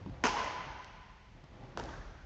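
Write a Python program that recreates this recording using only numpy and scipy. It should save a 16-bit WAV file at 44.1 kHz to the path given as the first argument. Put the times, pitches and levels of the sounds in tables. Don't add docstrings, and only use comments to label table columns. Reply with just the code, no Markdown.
import sys
import numpy as np
from scipy import signal
from scipy.fft import rfft, irfft, next_fast_len
from scipy.io import wavfile
from scipy.ndimage import map_coordinates

SR = 44100
rng = np.random.default_rng(int(sys.argv[2]) if len(sys.argv) > 2 else 0)


def store_pcm(level_fs):
    pcm = np.round(np.clip(level_fs, -1, 1) * 32767).astype(np.int16)
    wavfile.write(sys.argv[1], SR, np.atleast_2d(pcm).T)


def rack_gain(trim_db):
    fader = np.asarray(trim_db, float)
    return 10 ** (fader / 20)


N = 99225

# [f/Hz, time to fall 60 dB/s]
HALL_DECAY = [(120, 1), (250, 1.49), (500, 1.5), (1000, 2.06), (2000, 2), (4000, 1.866), (6000, 1.82),
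              (8000, 0.91)]
# [f/Hz, level/dB]
AIR_COLOUR = [(120, -19.5), (200, 8), (334, -0.5), (550, -2.5), (822, -6), (1010, -11), (1350, -16.5),
              (1930, -4), (4000, -13), (6500, -19.5), (8200, -21.5), (10700, -46.5)]
# [f/Hz, level/dB]
RUMBLE_COLOUR = [(16, -31.5), (32, 2.5), (62, 1), (90, -3.5), (125, -5.5), (180, -10.5), (260, -33),
                 (480, -94)]
# [t/s, level/dB]
RUMBLE_LEVEL = [
    (0.0, -49),
    (0.56, -56),
    (0.7, -53.5),
    (0.81, -59),
    (0.98, -55.5),
    (1.08, -59),
    (1.78, -58),
    (1.79, -47),
    (2.2, -55),
    (2.25, -53),
]
# [t/s, thump level/dB, board pitch f/Hz, hall answer level/dB]
FOOTSTEPS = [(.061, -37, 189.8, -62.5), (0.076, -48.5, 202.4, -65), (.096, -38.5, 111, -72),
             (.122, -42.5, 137.3, -54), (0.216, -43, 88.6, -49), (0.592, -49, 164.7, -60.5),
             (0.669, -46.5, 144.5, -59), (1.35, -51.5, 156, -59.5), (1.44, -43.5, 70.8, -62.5),
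             (1.52, -49, 120, -56.5), (1.554, -46, 102, -58.5), (1.598, -45, 108, -55),
             (1.635, -41.5, 124, -57), (1.689, -47.5, 128, -63.5), (1.753, -45.5, 178.5, -53),
             (1.819, -43, 119, -50.5)]
# [f/Hz, level/dB]
STEP_TAIL_COLOUR = [(60, -8.5), (130, 2), (300, -2.5), (800, -5.5), (2000, -18.5), (4000, -27),
                    (8000, -37.5)]
# [t/s, peak level/dB, treble level/dB]
TAP_ARRIVALS = [(.8452, -51.5, 17), (1.438, -53, -0.5), (1.4415, -53, 3), (1.7740, -24.5, -5.5),
                (1.7922, -37.5, -1), (1.7972, -32.5, -4), (1.7986, -34, 2), (1.8102, -45.5, -9),
                (1.8385, -39, 6), (1.857, -46.5, 10.5), (1.892, -44.5, 2)]
# [f/Hz, width/Hz, level/dB]
TAP_BODY = [(292, 330, 6), (470, 260, 9.5), (1070, 250, 8.5), (1710, 280, -2), (2880, 820, -9),
            (5690, 590, -9.5), (7500, 1700, -15)]
# [f/Hz, level/dB]
TAP_TAIL_COLOUR = [(90, -24), (250, 2), (550, 1), (900, -2), (1600, -2), (2300, -14.5), (3600, -17),
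                   (6400, -18.5), (8300, -23)]
# [t/s, peak level/dB, f/Hz, length/s]
PINGS = [(0.2415, -32, 997, 0.008), (.2535, -25, 1010, 0.0044), (0.276, -29, 927, .009),
         (0.293, -34, 1017, 0.022), (0.32, -38.5, 994, 0.011), (0.2379, -24, 1800, .0022),
         (.2395, -27, 260, .004), (0.2503, -34, 208.5, 0.008), (0.2655, -28, 1397, .003),
         (0.339, -32.5, 844, 0.011), (0.356, -32, 926, 0.005), (0.366, -29.5, 1022, 0.0046),
         (0.372, -33.5, 954, 0.0034), (0.383, -30, 1033, 0.008), (0.4, -34, 1015, .006),
         (0.41, -36, 1033, 0.011), (0.442, -43, 978, 0.012), (0.47, -41.5, 997, 0.013),
         (0.506, -46.5, 1037, .015), (.538, -42.5, 1007, .03), (0.576, -44.5, 1024, 0.033),
         (0.672, -50, 900, 0.035), (0.75, -47.5, 993, .015), (0.791, -46.5, 1007, 0.015),
         (0.999, -59, 1017, 0.031), (1.094, -59.5, 1027, 0.022), (0.061, -45.5, 900, 0.0027),
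         (1.616, -57.5, 800, 0.028), (1.797, -38.5, 938, 0.0051), (1.8, -38.5, 316, 0.0019),
         (1.7731, -36.5, 500, 0.0049), (1.781, -46.5, 209, 0.014), (1.792, -46.5, 3260, 0.00093),
         (1.797, -55, 6110, 0.00073), (1.842, -50, 820, 0.014), (1.879, -48.5, 900, 0.012),
         (1.809, -49, 1750, .004), (1.84, -50, 560, .025), (.062, -47, 280, .03),
         (1.909, -54, 1490, 0.0063), (1.93, -49, 1527, 0.01), (1.939, -47.5, 1554, 0.0053),
         (2.013, -52.5, 1740, 0.0063), (1.814, -50.5, 260, .025), (1.801, -47.5, 416, 0.011),
         (1.362, -63, 260, 0.036), (2.209, -59, 1507, 0.012), (1.885, -57, 3500, 0.0023),
         (1.889, -57, 3340, 0.0033), (1.853, -51.5, 317.3, 0.034)]
# [t/s, peak level/dB, treble level/dB]
SMASH_ARRIVALS = [(.2382, -22.5, -4), (.2395, -16, -3), (.2415, -22.5, -11), (.2503, -20, -6),
                  (.2525, -29, 1.5), (.2545, -15.5, -7), (.2572, -27, 0), (.2615, -24, 2.5),
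                  (.2662, -21, -4), (.2705, -20.5, 4), (.287, -26, -11), (.292, -26, -7.5), (.333, -28, -7),
                  (.339, -33, 2.5), (.3945, -41.5, 13), (.444, -36, 9)]
# [f/Hz, width/Hz, level/dB]
RACKET_BODY = [(198, 54, 0), (260, 170, 4), (500, 520, 3.5), (900, 45, 1), (1025, 51, 8), (1360, 520, 3.5),
               (2020, 410, 0), (2830, 400, -2.5), (6270, 1120, -8.5)]
# [f/Hz, level/dB]
SMASH_TAIL_COLOUR = [(110, -21.5), (220, -2.5), (600, 1), (1300, -2.5), (3100, -7), (3600, -13.5),
                     (6500, -18), (8300, -31)]
# [f/Hz, width/Hz, level over the colour/dB]
STRING_PEAKS = [(868, 79, 2.5), (1005, 55, -1.5), (1483, 65, -2.5), (2012, 36, -1)]
# [near level/dB, time for near part to fall 30 dB/s, far level/dB, far delay/s]
SMASH_HALL = (-32, 0.34, -35, 0.13)
# [f/Hz, level/dB]
FEATHER_COLOUR = [(1200, -29), (2200, 2), (3200, -0.5), (3900, -4), (5000, 2), (6500, -0.5), (7500, -9.5),
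                  (8400, -4)]
# [f/Hz, level/dB]
MIC_RESPONSE = [(26, -53.5), (30, -8.5), (34, 1), (40, 1.5), (6600, 1.5), (7800, -7.5), (8250, -24),
                (8450, -24.5), (8550, -90)]

HIT_S = SMASH_ARRIVALS[0][0]


def unit(x):
    return x / np.sqrt(np.mean(x ** 2) + 1e-20)


def along(points, hz):
    f, v = np.transpose(points)
    return np.interp(np.log(hz + 1), np.log(f + 1), v)


def filtered(x, response):
    m = next_fast_len(N + SR // 2)
    spectrum = rfft(x, m) * response(np.fft.rfftfreq(m, 1 / SR))
    return irfft(spectrum, m)[:N]


def colouring(points):
    return lambda hz: rack_gain(along(points, hz))


def noise(points):
    return unit(filtered(rng.standard_normal(N), colouring(points)))


def resonances(peaks):
    def response(f):
        total = 0
        for k, (centre, width, db) in enumerate(peaks):
            damping = 1j * f * width
            total = total + (-1) ** k * rack_gain(db) * damping / (centre ** 2 - f ** 2 + damping)
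        return total
    return response


def tail(response):
    start = unit(filtered(rng.standard_normal(N), response))
    hz, t, z = signal.stft(start, SR, nperseg=512)
    decay = rack_gain(-60 * t / along(HALL_DECAY, hz)[:, None])
    return signal.istft(z * decay, SR, nperseg=512)[1][:N]


def answer(start_s, response, near_db, near_s, far_db, far_s):
    t = np.arange(N) / SR
    near = rack_gain(near_db - 30 * t / near_s) * (1 - np.exp(-t / 0.0016))
    far = rack_gain(far_db) / (1 + np.exp(np.clip((far_s - t) / 0.011, -50, 50)))
    return np.pad((near + far) * tail(response), (round(start_s * SR), 0))[:N]


def arrivals(rows, body):
    scatter_s, scatter_db, treble_hz = .004, -8, 2300
    low, high = np.zeros(N + SR), np.zeros(N + SR)
    t = np.arange(SR // 50) / SR
    fade = rack_gain(scatter_db - 60 * t / (3 * scatter_s)) / np.sqrt(scatter_s * SR / 5)
    pushes = rng.standard_normal((len(rows), len(t))) * fade
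    pushes[:, 0] = 1
    for (s, db, treble_db), push in zip(rows, pushes):
        i = round(s * SR)
        low[i:i + len(t)] += rack_gain(db) * push
        high[i:i + len(t)] += rack_gain(db) * (rack_gain(treble_db) - 1) * push
    treble = filtered(high[:N], lambda f: (1j * f / (treble_hz + 1j * f)) ** 2)
    ring = resonances(body)
    peak = np.abs(irfft(ring(np.fft.rfftfreq(8192, 1 / SR)))).max()
    return filtered(low[:N] + treble, ring) / peak


def air():
    rumble_db = np.interp(np.arange(N) / SR, *np.transpose(RUMBLE_LEVEL))
    return rack_gain(-67) * noise(AIR_COLOUR) + rack_gain(rumble_db) * noise(RUMBLE_COLOUR)


def steps():
    board_t60_s, sole_hz, sole_db = 0.087, 800, -18
    room_db, earlier_db = -2.5, -55.5
    direct, kicks = np.zeros(N + SR), np.zeros(N)
    t = np.arange(SR // 5) / SR
    grits = rng.standard_normal((len(FOOTSTEPS), len(t)))
    sole_filter = [1, -1.9 * np.cos(2 * np.pi * sole_hz / SR), .91]
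    for (s, db, hz, answer_db), grit in zip(FOOTSTEPS, grits):
        i = round(s * SR)
        onset = rack_gain(db) * (1 - np.exp(-t / 0.00029))
        overtone = 0.54 * np.sin(2 * np.pi * 1.82 * hz * t) * rack_gain(-60 * t / 0.15)
        board = (np.sin(2 * np.pi * hz * t) + overtone) * rack_gain(-60 * t / board_t60_s)
        sole = unit(signal.lfilter([1, 0, -1], sole_filter, grit)) * rack_gain(sole_db - 60 * t / 0.032)
        direct[i:i + len(t)] += onset * (board + sole)
        kicks[i] = rack_gain(answer_db + room_db)
    colour = colouring(STEP_TAIL_COLOUR)
    late_tail = np.pad(tail(colour), (SR // 100, 0))
    room = signal.fftconvolve(kicks, late_tail)[:N]
    return direct[:N] + room + rack_gain(earlier_db) * tail(colour)


def tap():
    hall = answer(1.776, colouring(TAP_TAIL_COLOUR), near_db=-46, near_s=.5, far_db=-49.5, far_s=0.11)
    return arrivals(TAP_ARRIVALS, TAP_BODY) + hall


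def pings():
    roughness = .45
    edge_cycles, flutter_swing_db = 1.5, 1
    out, t = np.zeros(N + SR), np.arange(SR // 10) / SR
    drifts = np.cumsum(rng.standard_normal((len(PINGS), len(t))), axis=1) * roughness / np.sqrt(SR / 100)
    knots = rng.standard_normal((len(PINGS), 40))
    for (s, db, hz, length), drift, knot in zip(PINGS, drifts, knots):
        i = round(s * SR)
        edge = edge_cycles / max(hz, 500)
        swell = 1 - np.exp(-t / edge)
        fade = np.exp(-np.clip(t - length, 0, 1) / (2 * edge))
        flutter_db = flutter_swing_db * map_coordinates(knot, [t * 300])
        note = np.sin(2 * np.pi * hz * t + drift * np.sqrt(hz / 1000))
        out[i:i + len(t)] += rack_gain(db + flutter_db) * swell * fade * note
    return out[:N]


def singing():
    pitch_hz, level_db, t60_s, delay_s = 1017, -42, 1.75, 0.11
    wander_rad, beat_swing_db = .8, 3
    t = np.arange(N) / SR - HIT_S - delay_s
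    wander = np.cumsum(rng.standard_normal(N)) * wander_rad / np.sqrt(SR / 100)
    beat_db = beat_swing_db * map_coordinates(rng.standard_normal(120), [np.arange(N) * 45 / SR])
    swell = 1 - np.exp(-np.clip(t, 0, 9) / .02)
    level = rack_gain(level_db + beat_db - 60 * t / t60_s)
    return swell * level * np.sin(2 * np.pi * pitch_hz * t + wander)


def feather_skirt():
    level_db, hold_s, t60_s = -39.5, 0.011, 0.84
    t = np.arange(N) / SR - HIT_S
    fade = rack_gain(level_db - 60 * np.clip(t - hold_s, 0, 9) / t60_s)
    return (t > 0) * fade * noise(FEATHER_COLOUR)


def string_tail_colour(f):
    peaks = 1
    for centre, width, db in STRING_PEAKS:
        peaks = peaks + rack_gain(db) * width ** 2 / (4 * (f - centre) ** 2 + width ** 2)
    return rack_gain(along(SMASH_TAIL_COLOUR, f)) * peaks


def smash():
    hall = answer(HIT_S, string_tail_colour, *SMASH_HALL)
    return arrivals(SMASH_ARRIVALS, RACKET_BODY) + feather_skirt() + hall


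def scene():
    return (air() + steps() + tap() + pings() + singing() + smash())[None]


def low_pass(x):
    return signal.sosfilt(signal.butter(12, 8400, fs=SR, output="sos"), x)


def record(dry):
    heard = filtered(dry[0], colouring(MIC_RESPONSE))
    mix = heard + rack_gain(-93.5) * rng.standard_normal(N)
    return low_pass(mix[None])


dry = scene()
out = record(dry)
store_pcm(out)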